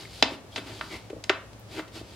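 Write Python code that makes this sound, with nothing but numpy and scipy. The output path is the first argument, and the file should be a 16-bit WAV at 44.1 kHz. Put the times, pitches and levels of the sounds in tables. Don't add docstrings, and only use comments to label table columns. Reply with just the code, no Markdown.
import sys
import numpy as np
from scipy import signal
from scipy.fft import rfft, irfft, next_fast_len
from scipy.io import wavfile
from scipy.ndimage import uniform_filter1d

SR = 44100
rng = np.random.default_rng(int(sys.argv[2]) if len(sys.argv) > 2 else 0)


def dump_mix(stems):
    frames = np.atleast_2d(stems).T
    limited = np.clip(frames, -1, 1)
    pcm = np.round(limited * 32767).astype(np.int16)
    wavfile.write(sys.argv[1], SR, pcm)


N = 94815


def undb(db):
    return 10 ** (np.asarray(db) / 20)


def unit(x):
    return x / np.sqrt(np.mean(x ** 2) + 1e-20)


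def colour(x, points, resonances=()):
    size = 2 * next_fast_len(len(x))
    hz, db = np.array(points, float).T
    freqs = np.maximum(np.fft.rfftfreq(size, 1 / SR), 1)
    power = 1 + sum(undb(peak) ** 2 / (1 + ((freqs - centre) / (width / 2)) ** 2)
                    for centre, width, peak in resonances)
    gain = np.sqrt(power) * undb(np.interp(np.log(freqs), np.log(hz), db))
    cepstrum = irfft(np.log(gain))
    cepstrum[1:size // 2] *= 2
    cepstrum[size // 2 + 1:] = 0
    return irfft(rfft(x, size) * np.exp(rfft(cepstrum)))[:len(x)]


def narrow_band(x, hz, width):
    freqs = np.fft.rfftfreq(N, 1 / SR)
    return unit(irfft(rfft(x) / (1 + ((freqs - hz) / (width / 2)) ** 2), N))


def decay(t, t60):
    return np.exp(-np.log(1000) * np.maximum(t, 0) / max(t60, 1e-3))


def burst(envelope):
    x = rng.standard_normal(len(envelope)) * envelope
    for _ in range(8):
        spectrum = rfft(x)
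        band_power = uniform_filter1d(abs(spectrum) ** 2, size=9)
        x = irfft(spectrum / np.sqrt(band_power + 1e-12), len(x))
        local_power = abs(uniform_filter1d(x ** 2, size=65))
        x = x * envelope / np.sqrt(local_power + 1e-16)
    return x


def add(out, start_s, sound):
    i = int(start_s * SR)
    out[:, i:i + sound.shape[-1]] += sound[..., :N - i]


# frequency in Hz, gain in dB.
SIDE_SPECTRUM = [(60, -12), (350, -7.5), (700, -7.5), (1300, -1.5), (2400, 0), (4400, 0.5), (8000, 3.5),
                 (16000, 2.5)]

def stereo(mid, side):
    return mid + np.array([[1], [-1]]) * colour(side, SIDE_SPECTRUM)


# frequency in Hz, gain in dB.
NOISE_SPECTRUM = [(25, -58), (42, -40), (62, 4.5), (110, -6), (160, -1), (300, -7.5), (650, -7.5),
                  (1000, -14.5), (2000, -21.5), (5000, -26), (10000, -34), (16000, -42)]
# centre in Hz, width in Hz, level in dB.
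HUM_BANDS = [(60.1, 6.7, -59), (107.8, 16.6, -52)]

def background(noise_db=-31):
    mid, side = (undb(noise_db) * colour(rng.standard_normal(N), NOISE_SPECTRUM) for _ in range(2))
    for hz, width, db in HUM_BANDS:
        mid += undb(db) * narrow_band(rng.standard_normal(N), hz, width)
    return stereo(mid, side)


def slips(per_second=2600, scatter_db=0):
    slipping = rng.random(N) < per_second / SR
    sign = rng.choice([-1, 1], N)
    size = undb(scatter_db * np.minimum(rng.exponential(size=N), 4))
    return unit(slipping * sign * size)


# peak time, rise and fall in seconds, hiss level and grip level in dB.
CARD_STROKES = [(.01, 0.044, 0.046, -40.5, -44), (.18, 0.069, 0.046, -40, -52),
                (.33, 0.039, 0.023, -43, -38.5), (.54, 0.019, .06, -47, -54),
                (0.571, 0.011, .022, -39, -34.5), (0.681, 0.017, 0.043, -44.5, -36.5),
                (.79, 0.12, 0.14, -42, -46), (0.935, 0.02, 0.033, -38.5, -35),
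                (1.101, 0.0012, 0.0048, -44, -35), (1.76, 0.036, 0.039, -39, -37.5),
                (1.797, 0.021, 0.0074, -55, -29), (1.881, 0.0047, 0.0071, -50, -45),
                (1.966, 0.022, 0.031, -38.5, -38.5), (2.14, 0.081, .05, -48, -50)]
# frequency in Hz, gain in dB.
HISS_SPECTRUM = [(200, -4), (1000, -9.5), (2000, -6.5), (3200, 1), (4900, 1.5), (5700, -7), (8000, -10.5),
                 (12000, -17), (16000, -29.5)]
GRIP_SPECTRUM = [(100, -18), (180, -1), (370, 14), (560, -7.5), (800, -3.5), (1300, -11.5), (2300, -9),
                 (3500, -12.5), (5000, -25), (8000, -23), (16000, -35)]
# frequency in Hz, bandwidth in Hz, peak height in dB.
SHELL_MODES = [(629.8, 39, 14), (800, 63, 3.5), (922, 110, 8), (1170, 39, 10), (1367, 37, 11.5),
               (1530, 80, 10.5), (1814, 28, 13.5), (2051, 103, 12.5), (2314, 47, 11), (2596, 44, 13.5),
               (2710, 46, 6.5), (2874, 56, 10.5), (3196, 103, 9.5), (3564, 68, 10), (3633, 44, 5),
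               (3978, 63, 12), (4704, 84, 4.5), (5325, 84, 6), (6410, 150, 8.5), (7380, 85, 10)]

def scrapes(side_db=-8):
    t = np.arange(N) / SR
    hiss_power, grip_power = np.zeros(N), np.zeros(N)
    for peak, rise_s, fall_s, hiss_db, grip_db in CARD_STROKES:
        stroke = np.exp(-((t - peak) / np.where(t < peak, rise_s, fall_s)) ** 2)
        hiss_power += stroke * undb(hiss_db) ** 2
        grip_power += stroke * undb(grip_db) ** 2
    mid, side = (colour(np.sqrt(hiss_power) * slips(), HISS_SPECTRUM)
                 + colour(np.sqrt(grip_power) * slips(), GRIP_SPECTRUM, SHELL_MODES) for _ in range(2))
    return stereo(mid, undb(side_db) * side)


# peak time and half length in seconds, pitch in Hz, level in dB.
CARD_CREAKS = [(0.054, 0.004, 2100, -43.5), (0.532, .01, 3320, -51), (0.932, .025, 2150, -42)]

def creaks(width_hz=300):
    out, t = np.zeros(N), np.arange(N) / SR
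    for peak, half_length, hz, db in CARD_CREAKS:
        envelope = np.exp(-((t - peak) / half_length) ** 2)
        out += undb(db) * envelope * narrow_band(slips(), hz, width_hz)
    return out


# start in seconds, level
# in dB, # the crack's 60 dB decay time in seconds, then a gain in dB at each frequency of TINT_HZ.
WALL_SNAPS = [(0.2246, -6.5, 0.024, -14, 6, -7, -2.4, 2, 2, -2),
              (0.5595, -25, 0.041, -17, 3.5, -4.5, -2.5, 3, 0.5, 3.5),
              (0.5773, -28.5, 0.054, 5, -2, 2, 1, 3, -15, 6),
              (0.81, -23.5, 0.0083, -3, 1.5, 9, -1.2, -3.5, -6, -38),
              (1.239, -33.5, 0.023, -2, 0.5, -7, 0.71, 1, 6.5, 16),
              (1.2942, -9.5, 0.029, -2, -3, 2, -0.3, -1.5, -7, -5),
              (1.531, -51.5, 0.0068, -1, -6, -13, 0, 4.5, 4, 16),
              (1.7934, -30, .016, 13, 5, 7.5, -0.18, -3, -9, -10)]
TINT_HZ = [250, 760, 1350, 2100, 3400, 4700, 9000]
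# frequency in Hz, gain in dB.
CRACK_SPECTRUM = [(100, -32), (200, -13), (300, 1), (480, -8), (640, -4.5), (2200, -3), (3800, -3.5),
                  (5100, -1), (5700, -10.5), (7500, -17.5), (8500, -21), (16000, -47.5)]

def snaps(rise_s=0.00061, hold_s=0.00267, side_db=-8):
    out, t = np.zeros((2, N)), np.arange(8192) / SR
    for start, db, t60, *tint_db in WALL_SNAPS:
        envelope = np.minimum(t / rise_s, 1) * decay(t - hold_s, t60)
        tint = list(zip(TINT_HZ, tint_db))
        rings = [colour(burst(envelope), CRACK_SPECTRUM, SHELL_MODES) for _ in range(2)]
        mid, side = (colour(ring, tint) for ring in rings)
        add(out, start, undb(db) * stereo(mid, undb(side_db) * side))
    return out


# start in seconds, pitch in Hz, level in dB,
# 60 dB decay time and rise time in seconds.
PANEL_THUMPS = [(0.2256, 272.5, -15, 0.035, 0.0025), (.319, 282, -28.5, 0.038, .003),
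                (0.578, 285, -38, 0.12, 0.0016), (.443, 400, -40.5, 0.027, 0.0019),
                (.836, 295, -41, 0.028, 0.0042), (1.103, 397, -33, 0.038, 0.0015),
                (1.130, 317, -27.5, 0.031, 0.0018), (1.163, 300, -32, 0.051, 0.0051),
                (1.297, 387, -11, .034, 0.0064), (1.792, 368, -28, 0.028, 0.0048),
                (2.013, 300, -36, 0.026, 0.0017)]
# frequency in Hz, gain in dB.
THUMP_SPECTRUM = [(60, -6.5), (150, -3), (250, 3), (450, 8.5), (800, 4), (3000, -11)]

def thumps(rough_db=-8):
    out, t = np.zeros((2, N)), np.arange(8192) / SR
    for start, hz, db, t60, rise_s in PANEL_THUMPS:
        around_pitch = [(hz / 2, -20), (hz, 0), (2 * hz, -4), (4 * hz, -28), (10 * hz, -55)]
        roughness = unit(colour(rng.standard_normal(len(t)), around_pitch))
        swing = np.sin(2 * np.pi * hz * t) + undb(rough_db) * roughness
        envelope = np.minimum(t / rise_s, 1) * decay(t, t60)
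        add(out, start, undb(db) * colour(envelope * swing, THUMP_SPECTRUM))
    return out


# start in seconds, level in dB, 60 dB decay time in seconds.
HIGH_TICK = (1.595, -47.5, 0.038)
# frequency in Hz, gain in dB.
HIGH_TICK_SPECTRUM = [(1000, -40), (8000, -16), (11500, -2), (15000, -1)]

def tick():
    out, t = np.zeros((2, N)), np.arange(4096) / SR
    start, db, t60 = HIGH_TICK
    transient = rng.standard_normal(len(t)) * decay(t, t60)
    add(out, start, undb(db) * colour(transient, HIGH_TICK_SPECTRUM))
    return out


# frequency in Hz, gain in dB.
TAIL_SPECTRUM = [(100, -9), (280, 1.5), (390, -14), (520, -0.5), (750, -3.5), (1000, 2.5), (1800, 0),
                 (2800, -3.5), (5000, -3), (12000, 1)]
# frequency in Hz, bandwidth in Hz, peak height in dB.
STANDING_WAVE = [(514.4, 15, 11.5)]

def reverberation(x, level_db=-10, side_db=-6.5, t60_s=0.39, treble_t60_s=0.22, delay_s=0.008):
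    t = np.arange(24000) / SR
    crossover = signal.butter(1, 3500, fs=SR, output="sos")
    channels = []
    for _ in range(2):
        noise = burst(decay(t, t60_s))
        low = signal.sosfiltfilt(crossover, noise)
        treble = (noise - low) * decay(t, treble_t60_s) / decay(t, t60_s)
        tail = (low + treble) * (t > delay_s)
        response = colour(unit(tail) / np.sqrt(len(t)), TAIL_SPECTRUM, STANDING_WAVE)
        channels.append(signal.fftconvolve(x, response)[:len(x)])
    mid, side = channels
    return undb(level_db) * stereo(mid, undb(side_db) * side)


def scene(left_over_right_db=1.0):
    bottle = snaps() + thumps() + scrapes() + creaks() + tick()
    balance = undb(np.array([[0.5], [-0.5]]) * left_over_right_db)
    return (bottle + reverberation(bottle.mean(axis=0)) + background()) * balance


def record(dry, cutoff_hz=16000):
    low_pass = signal.ellip(8, 0.2, 70, cutoff_hz, fs=SR, output="sos")
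    return signal.sosfilt(low_pass, np.clip(dry, -1, 1))


dry = scene()
out = record(dry)
dump_mix(out)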